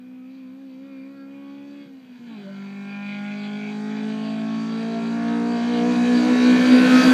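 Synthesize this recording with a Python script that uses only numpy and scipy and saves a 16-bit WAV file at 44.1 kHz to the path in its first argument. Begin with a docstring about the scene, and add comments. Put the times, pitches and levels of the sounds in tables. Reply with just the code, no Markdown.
"""A straight road with a steel guard rail, the microphone beside it: a small four-cylinder car nears, accelerating.
It pulls to the top of one gear, lifts for the change and climbs again, louder and brighter as it nears.
Clean tones at multiples of the firing rate make the note; filtered firing pulses and gas noise make the rasp.
An echo off the far barrier beats with the low orders; the upper orders swell and fade on their own.
Tyre rumble, hiss, exhaust pops and low thumps join in over quiet air and recorder noise."""
import sys
import numpy as np
from scipy import signal
from scipy.fft import rfft, irfft, next_fast_len
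from scipy.io import wavfile
from scipy.ndimage import uniform_filter1d, map_coordinates

SR = 44100
rng = np.random.default_rng(int(sys.argv[2]) if len(sys.argv) > 2 else 0)


def store_pcm(level_fs):
    """Save levels as 16-bit WAV."""
    pcm = np.round(np.clip(level_fs, -1, 1) * 32767).astype(np.int16)
    wavfile.write(sys.argv[1], SR, np.atleast_2d(pcm).T)


N = 314433

# the car's approach, before trims and fades: (time [s], firing rate [Hz], firing note [dB],
# other orders over the note [dB], roar [dB], treble over the roar [dB])
CAR = [(0, 251, -40, -1.5, -65.5, -7), (.3, 259.9, -39.5, -2, -63.5, -3.5), (.9, 268.3, -39, 1, -61.5, -4),
       (1.3, 275, -39, 3.5, -61, -6.5), (1.83, 284, -38.5, 4, -57, -2.5), (1.92, 268, -40.5, 3, -60, -6.5),
       (2.12, 249, -42, -1.5, -58.5, -6), (2.28, 234.3, -38, 0.5, -54, -9.5),
       (2.35, 215.4, -38, -3.5, -52.5, -11), (2.45, 194.5, -35, -4.5, -51, -11.5),
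       (2.67, 197.9, -35, -3.5, -53, -1), (3.1, 203, -32, -3.5, -49.5, -1),
       (3.55, 207.5, -31, -1, -46.5, -2.5), (4.1, 215.5, -27, -1.5, -43.5, -5),
       (4.55, 221.6, -24.5, -2.5, -43, -3), (4.95, 227.3, -26, 1, -40.5, -6.5),
       (5.4, 233.9, -23.5, 3.5, -37.5, -9), (5.8, 239.4, -20, 2, -35.5, -5.5),
       (6.2, 244.8, -17.5, -1, -30.5, -6.5), (6.6, 250.4, -14, -4, -27, -6),
       (7.0, 254.5, -12.5, -5.5, -22, -7), (7.13, 257.9, -12, -4, -23, -9)]
# clean tones beside the note, by multiple of the firing rate: (level over the note and other-orders curves [dB],
# added in the first gear heard [dB], added with the foot off [dB])
ORDERS = {".75": (-15, 1, -9), "1.25": (-11, -12, -23), "1.75": (-22.5, -4, -6), "2": (-13.5, -7, -9.5),
          "2.25": (-38, -4, -8), "3": (-27.5, -7.5, -5.5), "3.5": (-32.5, -11, -8), "4": (-28.5, -6, -1.9),
          "4.25": (-33, -9, 0), "5": (-33.5, -7, -8), "6": (-36, -2, -3), "7": (-35.5, -3, -2),
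          "8": (-38.5, -3, 1), "9": (-40.5, 1.3, 2), "10": (-43.5, -1.5, -4), "2.75": (-32.5, -9, -9),
          "3.25": (-36.5, -9, -3), "3.75": (-35, -7, 0), "4.5": (-41, 0, -4), "4.75": (-41.5, 0, -4),
          "13": (-49.5, 0, -4), "11": (-40, -7, -4), "12": (-43.5, -5, -4)}
LIFT_S, BITE_S, LOCK_S = 1.87, 2.285, 2.48  # foot off, clutch bites, clutch locked
ARRIVE_S = 8.1  # the car would draw level then, after the end


def revs():
    """Firing rate [Hz]: the driveline winds and unwinds, so the revs rock around their climb."""
    # (middle [s], half length [s], period [s], depth [Hz], time of a crest [s])
    rocking = [(.7, .52, .26, 6.3, .615), (2.3, .17, .085, 3, 2.255), (5.8, .45, .2, 2.2, 5.7)]
    t = np.arange(N) / SR
    rate_hz = curves(CAR)[0]
    for middle, half, period, depth_hz, crest in rocking:
        rate_hz = rate_hz + bumps([(middle, half, depth_hz)]) * np.cos(2 * np.pi * (t - crest) / period)
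    return rate_hz


def unsteady():
    """Unevenness of firing: more ragged through the gear change."""
    return 1.35 + 2.55 * during(LIFT_S, LOCK_S)


def note(fired):
    """The strong orders are clean tones that drift in level and phase; some beat with an echo."""
    # the firing note dips or surges briefly: (time [s], half length [s], level [dB])
    flutter = [(.6, 0.036, -2), (.89, 0.024, -4.5), (.98, .07, 2), (1.15, 0.029, -3.5), (1.87, 0.034, -8),
               (2.02, 0.018, -8), (2.07, 0.021, -7), (2.19, 0.012, -12), (2.25, .02, -3),
               (2.49, 0.0067, -8), (3.6, 0.019, -3), (4.23, 0.098, -1.5), (5.95, 0.013, -6),
               (6.06, 0.022, -2.5), (6.16, .04, 2.5), (6.26, 0.027, -1), (6.39, 0.032, -1.5),
               (6.735, 0.026, 4.5), (6.85, 0.066, -1.5), (6.945, 0.029, 2.5), (6.49, 0.039, 2),
               (6.32, 0.021, 3), (6.58, 0.015, -4), (7.03, 0.016, -7.5), (7.075, 0.025, 1),
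               (4.92, 0.031, -2.5), (2.43, 0.018, -3.5)]
    # an order swells or sinks for a while, by order: (time [s], half length [s], level [dB])
    swells = {".75": [(1.78, 0.054, 1), (4.45, 0.28, 3.5)], "1.25": [(.3, 0.93, 0.5), (2.32, 0.05, 7.5),
              (4.3, 0.73, 3.5), (6.25, 0.14, 3.5)], "1.75": [(.15, .06, 9), (.4, 0.39, -8), (4.2, 1, -2.5),
              (4.9, 0.33, 7.5), (6.5, 0.61, 7)], "2": [(0.9, 0.28, 6.5), (2.34, 0.063, -10),
              (3.19, 0.11, -15), (5.3, 0.59, -3.5), (2.06, .05, 6), (2.23, .03, 6), (2.385, .02, 8),
              (6.9, .2, 5), (4.54, 0.17, -13), (1.92, .12, -7.5)], "2.25": [(5.1, .3, 8.5),
              (6.8, 0.82, 19.5)], "3": [(1.54, 0.15, 9), (2.5, .04, 14), (2.36, .035, 9), (2.48, .04, 8),
              (3.29, .3, 7.5), (4.2, .05, -6), (5.06, .02, -15), (6.95, .3, 3.5), (5.45, 1.53, 10.5),
              (4.97, 0.038, 8), (0.14, .12, 8), (.6, .04, 9), (4.32, .3, 4)], "3.5": [(3.4, 1, 7)],
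              "4": [(3.22, 0.76, 12.5), (4.2, 0.4, 5), (5.4, 0.44, 5), (6.9, 0.19, 6), (1.65, .08, 2)],
              "4.25": [(6.86, 0.41, 14), (3.4, 0.41, -6.5)], "5": [(0.25, .07, 13), (0.91, 0.13, 13.5),
              (1.22, .08, 14), (2.33, .05, 10), (5.2, .1, 5), (2.983, 0.23, 15), (4.425, 0.6, 13),
              (7, 0.2, 18), (2.65, .1, 9), (3.5, 0.077, 7)], "6": [(1.217, 0.054, 12), (3.92, 0.083, 9.5),
              (1.72, 0.13, 7), (4.927, 0.52, 11.5), (6.93, 0.72, 20), (.5, .15, 4), (3.1, 0.09, 8),
              (3.45, .15, 8), (9.3, .15, 4.5)], "7": [(3.08, 0.42, 22.5), (3.87, 0.43, 13),
              (6.15, 0.31, 13), (6.58, 0.21, 18), (7, .2, 17.5), (2.6, 0.12, 10.5)],
              "8": [(3.06, 0.55, 22.5), (1.83, 0.081, 13), (4.8, .25, 6)], "9": [(.3, 0.25, 7),
              (.95, 0.12, 11), (1.45, .15, 4), (6.85, 0.18, -1), (3.05, 0.43, 21), (3.9, 0.21, 13.5),
              (6.1, .3, 0)], "10": [(3.05, 0.32, 11), (3.7, .3, 16.5), (6.05, 0.087, 8), (7, .15, 6)],
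              "2.75": [(5.95, 0.82, 8.5)], "3.25": [(4.1, 0.91, 17)], "3.75": [(3.4, 1.5, 9.5)],
              "4.5": [(6.3, 0.67, 17)], "4.75": [(5.25, 0.62, 15.5), (6, .3, 5), (7, .15, 12)],
              "13": [(3.4, 0.29, 20)], "11": [(3.4, .15, 14), (2.63, 0.15, 17), (2.86, 0.2, 17),
              (3.3, .15, 9)], "12": [(2, .06, 14), (2.9, .3, 16), (2.9, .15, 16.5)]}
    # echo off the far barrier, by order; a negative share is inverted: (lag part growing as the car nears,
    # at one second away [ms], constant lag part [ms], share far away, share at one second away)
    echoes = {".75": (33.5, -16.5, -0.3, 1.27), "1": (28.5, -1.5, 0.13, 0.13),
              "1.25": (37, -13.5, -0.25, 1.38), "1.75": (22, 40.3, 0.36, 0.8), "2": (31.5, -7.5, 0.5, 1.3),
              "3": (37, -17.5, 0.3, 0.7)}
    # how far the note's neighbours turn from bending its pitch to pulsing its level: (time [s], turn [radians])
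    throb = [(0, 1.8), (1.8, 1.8), (2.5, .3), (3.4, .7), (4.1, 1.3), (4.6, .5), (7.13, .7)]
    barrier_s = 2.9  # the car comes alongside the barrier
    blur_db = -6  # orders above the third sink this far while the foot is off
    roughness = .1  # the upper orders grow rougher as the car nears [radians per order, at one second away]

    rate_hz, note_db, other_db = curves(CAR)[:3]
    lifted, first, ragged = during(LIFT_S, BITE_S), during(-1, LIFT_S), unsteady()
    changing = during(LIFT_S, LOCK_S)
    levels = {}
    for name, (db, first_db, lift_db) in ORDERS.items():
        gear_db = first_db * first + lift_db * lifted
        blurred_db = blur_db * (float(name) > 3) * lifted
        levels[name] = note_db + other_db + db + gear_db + bumps(swells[name]) + blurred_db
    levels[".5"] = levels[".75"] - 21 + 20 * np.log2(rate_hz / 240)  # crank-rate order fades fast as revs fall
    levels["1"] = note_db + bumps(flutter)

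    # the neighbours .75 and 1.25 keep a phase relation to the note
    shake, beside = wobble(12), rng.uniform(0, 2 * np.pi) + wobble(1.214)
    opposite = np.pi + curves(throb)[0] - beside + 0.33 * wobble(3.3)
    locked = {.75: beside, 1: 0, 1.25: opposite, 2: 0}
    tones = np.zeros(N)
    for name, db in levels.items():
        k = float(name)
        wander = locked.get(k, rng.uniform(0, 2 * np.pi) + 1.67 * wobble(1.195))
        raggedness = 0.1 * k * ragged * (shake if k < 1.5 else wobble(9))
        turn = 2 * np.pi * k * fired + raggedness + wander
        turn += roughness * k * (k > 2) / away() * wobble(45)

        near_ms, constant_ms, far, near = echoes.get(name, (0, 0, 0, 0))
        share = far + (near - far) / away()
        echo = share * during(barrier_s, ARRIVE_S) * amp(3 * wobble(6))
        lag_s = (constant_ms + near_ms / away()) / 1000
        scatter = .2 * k * wobble(7)  # gaps and posts make the echo path uneven
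        echoed = echo * np.cos(turn - 2 * np.pi * k * rate_hz * lag_s + scatter)
        tone = (np.cos(turn) + echoed) / np.sqrt(1 + echo ** 2)

        fade_db = (.7 + 2.5 * (k > 1.5) * changing) * min(k - .4, 1.6) * wobble(14)
        # orders without an echo fade further on their own
        fade_db = fade_db + (2.2 + 1.5 * first * (k > 2)) * (name not in echoes) * wobble(8)
        tones += np.sqrt(2) * amp(db + fade_db) * tone
    return tones


def weak_orders(fired, fade_db, fade_rate):
    """Unequal cylinders sound every quarter of the firing rate; echoes fade each such line on its own."""
    # (frequency [Hz], level relative to the other weak lines [dB])
    between = [(290, -16.5), (400, -7), (750, 2), (900, -9.5), (1100, -4), (1260, -7.5), (1450, -3),
               (1700, -3.5), (1950, -11.5), (2250, -6), (2600, -7.5), (3000, -16)]
    rate_hz, roar_db = curves(CAR)[0], curves(CAR)[3]
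    f, db = np.transpose(between)
    strong = [float(name) for name in ORDERS]
    lines = np.zeros(N)
    for k in np.arange(6, 52) / 4:
        if k not in strong:
            level_db = np.interp(np.log(k * rate_hz), np.log(f), db) + fade_db * wobble(fade_rate)
            turn = 2 * np.pi * k * fired + 0.18 * k * wobble(8) + rng.uniform(0, 2 * np.pi)
            lines += amp(level_db) * np.sin(turn)
    blur_db = 2.2 * during(LIFT_S, LOCK_S)  # uneven firing blurs them in the gear change
    return amp(roar_db - 12.5 - blur_db) * lines


def blows(fired, jitter, scatter_db):
    """One pulse a firing; the cylinders differ in strength and timing, and chance [firing gaps, dB] adds to it."""
    # (relative blow strength, lateness [firing gaps])
    cylinders = [(0.5, 0), (0.78, 0.017), (0.88, 0.012), (0.68, -0.007)]
    count = np.arange(1, int(fired[-1]))
    strength, late = np.transpose(cylinders)[:, count % 4]
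    chance = rng.standard_normal((len(count), 2))
    at = np.interp(count + late + jitter * chance[:, 0], fired, np.arange(N - 0.))
    size = strength * amp(scatter_db * chance[:, 1])
    # each pulse is shared between the two samples around its moment
    whole = at.astype(int)
    early = np.bincount(whole, size * (1 - at + whole), N + 1)
    later = np.bincount(whole + 1, size * (at - whole), N + 1)
    return unit(early + later)[:N]


def rasp(fired):
    """Pulses and gas noise, puffed once a firing, ring in pipe and bodywork."""
    # colours of the four bands: (frequency [Hz], relative density [dB per Hz])
    roar_colour = [(200, -44), (340, 1.5), (700, -1.5), (1080, -4), (1250, -11), (1430, -3), (1750, -1),
                   (1950, -10), (2400, -26)]
    ring_colour = [(1700, -38), (2050, -5), (2200, 4), (2320, 2), (2450, 5), (2600, 1.5), (2730, -6.5),
                   (3100, -53.5)]
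    rattle_colour = [(2500, -27), (2850, -11), (3250, -9), (3600, -12.5), (3900, -27)]
    clatter_colour = [(3400, -11.5), (3750, -2.5), (4050, -6), (4350, -10.5), (4650, -1.5), (4950, -16.5),
                      (5600, -39.5)]
    # the pipe and panels ring up or sink for a while:
    # (time [s], half length [s], ring [dB], rattle [dB], clatter [dB])
    buzzes = [(0.216, 0.15, 2, -2, -6), (.6, 0.065, -5, -3, -3), (.94, 0.15, 7.5, 0, -1),
              (1.435, 0.16, 3.5, 5, -1), (1.815, 0.056, -2, -1, -1), (2.05, 0.12, 5, 3.5, -0.5),
              (2.403, 0.16, 7.5, 12, 5), (2.702, 0.12, 0.5, -3, -4), (3.205, 0.44, 8.5, 3.5, -1.5),
              (6.052, 0.036, 2.5, 2, -0.5), (6.4, 0.45, -3, -2.5, 1), (5.298, 0.18, -4.5, -0.5, 0),
              (3.44, 0.07, 0.5, 3, 4.5), (3.65, 0.1, 4, -1, -4), (3.966, 0.082, 0.5, 0, -1),
              (4.21, 0.13, 0.5, 5.5, 2), (4.496, 0.14, -0.5, -2, -2), (5.736, 0.14, -3, 5, 0.5),
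              (6.898, 0.24, 3, 2.5, 2)]
    own_waver_db = 1  # ring, rattle and clatter each waver in level on their own

    roar_db, treble_db = curves(CAR)[3:]
    s, half, *lifts = np.transpose(buzzes)
    ring_db, rattle_db, clatter_db = (roar_db + treble_db + bumps(zip(s, half, db)) for db in lifts)
    pulses = patchy(blows(fired, jitter=.007, scatter_db=1.2), depth_db=3.5, bins=1, frames=36)
    puff = 1 + .5 * np.cos(2 * np.pi * fired) + 0.043 * np.cos(np.pi / 2 * fired)
    noise = patchy(unit(puff * rng.standard_normal(N)), depth_db=2.8, bins=3, frames=14)

    def gas(share):
        """Pulses with this share of their power given to noise."""
        return np.sqrt(1 - share) * unit(pulses) + np.sqrt(share) * noise

    roar = amp(roar_db - 5.5) * coloured(gas(.9), roar_colour)
    ring = amp(ring_db - 2) * coloured(gas(.3), ring_colour)
    rattle = amp(rattle_db - 5.5) * coloured(gas(.4), rattle_colour)
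    clatter = amp(clatter_db - 3.5) * coloured(gas(.7), clatter_colour)
    return roar + sum(amp(own_waver_db * wobble(13)) * band for band in (ring, rattle, clatter))


def flares(fired):
    """Narrow resonances flare up: each is a fuzzy tone around a fixed pitch, puffed once a firing."""
    # (time [s], half length [s], pitch [Hz], level before puff and fuzz [dB])
    resonances = [(.08, 0.11, 2420, -66), (.24, .08, 2440, -71.5), (0.452, .06, 2470, -64),
                  (.47, .05, 4550, -74), (.68, .07, 4700, -78), (.93, 0.14, 2380, -67),
                  (1.028, .05, 2350, -61), (.94, .05, 4560, -72), (1.218, .05, 4540, -66),
                  (1.23, .06, 2160, -67), (1.39, 0.09, 2440, -58), (1.522, 0.098, 4470, -70),
                  (1.59, 0.041, 2460, -57), (1.809, 0.081, 3340, -62), (1.81, 0.054, 2180, -59),
                  (1.8, .05, 2450, -61), (1.8, .06, 4570, -72)]
    t = np.arange(N) / SR
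    puff = 1 + 0.47 * np.cos(2 * np.pi * fired) + 0.35 * np.cos(np.pi / 2 * fired)
    fuzz, drift = wobble(44.64), wobble(30)
    tones = np.zeros(N)
    for s, half, hz, db in resonances:
        tones += amp(db) * bumps([(s, half, 1)]) * np.cos(2 * np.pi * hz * t + 1.3 * drift)
    return puff * amp(2.4 * fuzz) * tones


def pops():
    """Unburnt fuel goes off in the pipe during the gear change: short dull puffs of noise."""
    # (time [s], level at the peak [dB])
    puffs = [(1.87, -47), (2.205, -44), (2.25, -52)]
    shape = bumps([(s, 0.015, amp(db)) for s, db in puffs])
    return shape * coloured(rng.standard_normal(N), [(75, -30), (140, 7), (240, 6), (400, -10), (900, -30)])


def thumps():
    """Soft one-sided pushes on the loudest surges, heard below the engine note."""
    # (time [s], half length [s], peak level [dB])
    pushes = [(6.737, .007, -44), (6.925, 0.0062, -49), (6.955, .006, -46), (7.078, .008, -38)]
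    return bumps([(s, half, amp(db)) for s, half, db in pushes])


def road(fired):
    """Tyre rumble and the hiss of gas and air; the air swallows the top until the car is near."""
    # colours of the three noises: (frequency [Hz], relative density [dB per Hz])
    rumble_colour = [(25, -27.5), (70, -18), (120, -5), (200, 16), (280, 7), (380, -11.5), (600, -24)]
    hiss_colour = [(4200, -17), (5200, 0), (6300, 0), (8500, -8), (10000, -20), (12000, -29.5)]
    top_colour = [(7500, -18.5), (9000, 3), (10500, 1), (12500, -2.5), (15300, -9)]
    # the hiss swells for a while: (time [s], half length [s], level [dB])
    surges = [(3.7, 0.71, 1.5), (5.9, .3, 2), (6.15, 0.1, 2), (7.03, 0.052, 1.5)]
    rumble_near_db, rumble_fall_db = -26.5, 37  # at one second away; fall for ten times the distance
    top_near_db, air_db_per_s = -47.5, 19.5  # at one second away, before surges; loss for each further second

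    roar_db, treble_db = curves(CAR)[3:]
    puff = 1 + 0.17 * np.cos(2 * np.pi * fired)
    rumble_db = rumble_near_db - rumble_fall_db * np.log10(away())
    rumble = amp(rumble_db) * coloured(rng.standard_normal(N), rumble_colour)
    hiss_db = roar_db + 0.23 * treble_db - 16 + bumps(surges)
    gas = patchy(puff * rng.standard_normal(N), depth_db=1.5, bins=14, frames=12)
    hiss = amp(hiss_db) * coloured(gas, hiss_colour)
    top_db = top_near_db - air_db_per_s * (away() - 1) + bumps(surges)
    top = amp(top_db) * coloured(puff * rng.standard_normal(N), top_colour)
    return rumble + hiss + top


def background():
    """Steady air and recorder noise."""
    # (frequency [Hz], relative density [dB per Hz])
    quiet = [(20, -18), (60, -8), (120, 14), (500, 7.5), (3000, 0.5), (8000, -16), (11000, -16),
             (13000, -8.5), (15300, -13.5)]
    return amp(-64.5) * coloured(rng.standard_normal(N), quiet)


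def amp(db):
    """Decibels to gain."""
    return 10 ** (np.asarray(db) / 20)


def unit(x):
    """x at rms 1."""
    return x / np.sqrt(np.mean(x ** 2) + 1e-20)


def curves(rows):
    """One value per sample for each column after the time."""
    s, *cols = np.transpose(rows)
    return [np.interp(np.arange(N) / SR, s, c) for c in cols]


def bumps(rows):
    """Sum of bell-shaped (time [s], half length [s], height) rises."""
    t = np.arange(N) / SR
    return sum((height * np.exp(-((t - s) / half) ** 2) for s, half, height in rows), np.zeros(N))


def during(start, end):
    """1 between two moments [s], 0 outside, with short ramps."""
    return np.interp(np.arange(N) / SR, [start - .03, start + .03, end - .03, end + .03], [0, 1, 1, 0])


def away():
    """Distance of the car, as seconds until it would draw level."""
    return ARRIVE_S - np.arange(N) / SR


def wobble(rate):
    """A smooth random curve, rate knots a second."""
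    coarse = np.arange(0, N + 64, 64)
    knots = rng.standard_normal(int(N * rate / SR) + 4)
    return np.interp(np.arange(N), coarse, map_coordinates(knots, [coarse * rate / SR]))


def coloured(x, points):
    """x through a causal (minimum-phase) filter with the (Hz, dB) points, -80 dB outside them; rms 1."""
    m = next_fast_len(N + 8192)
    f, db = np.transpose(points)
    gain_db = np.interp(np.log(np.fft.rfftfreq(m, 1 / SR) + 1), np.log(f), db, left=-80, right=-80)
    # folding the cepstrum makes the filter causal
    cep = irfft(np.log(amp(gain_db)), m)
    cep[1:m // 2] *= 2
    cep[m // 2 + 1:] = 0
    return unit(irfft(rfft(x, m) * np.exp(rfft(cep)), m)[:N])


def patchy(x, depth_db, bins, frames):
    """Patches of the spectrum rise and fall at random."""
    z = signal.stft(x, nperseg=512)[2]
    field = rng.standard_normal(z.shape)
    for _ in range(2):
        field = uniform_filter1d(uniform_filter1d(field, bins, 0), frames, 1)
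    return signal.istft(z * amp(depth_db * unit(field)), nperseg=512)[1][:N]


def scene():
    """The car over a quiet background."""
    fired = np.cumsum(revs()) / SR  # firings so far
    waver = amp(1.2 * wobble(18))  # the level of rasp and flares wavers at random as a whole
    car = note(fired) + weak_orders(fired, fade_db=4.5, fade_rate=6)
    car += waver * (rasp(fired) + flares(fired))
    car += pops() + thumps() + road(fired)
    return (car + background())[None]


def record(dry):
    """The microphone bends the wave a little, thins the lowest bass and passes nothing above its band."""
    top_hz, bass_hz = 15350, 8
    bent = dry + 0.016 * dry ** 2
    m = next_fast_len(N + 8192)
    hz = np.fft.rfftfreq(m, 1 / SR)
    response = (hz < top_hz) * hz / (hz + bass_hz)
    return irfft(rfft(bent, m) * response, m)[:, :N]


dry = scene()
out = record(dry)
store_pcm(out)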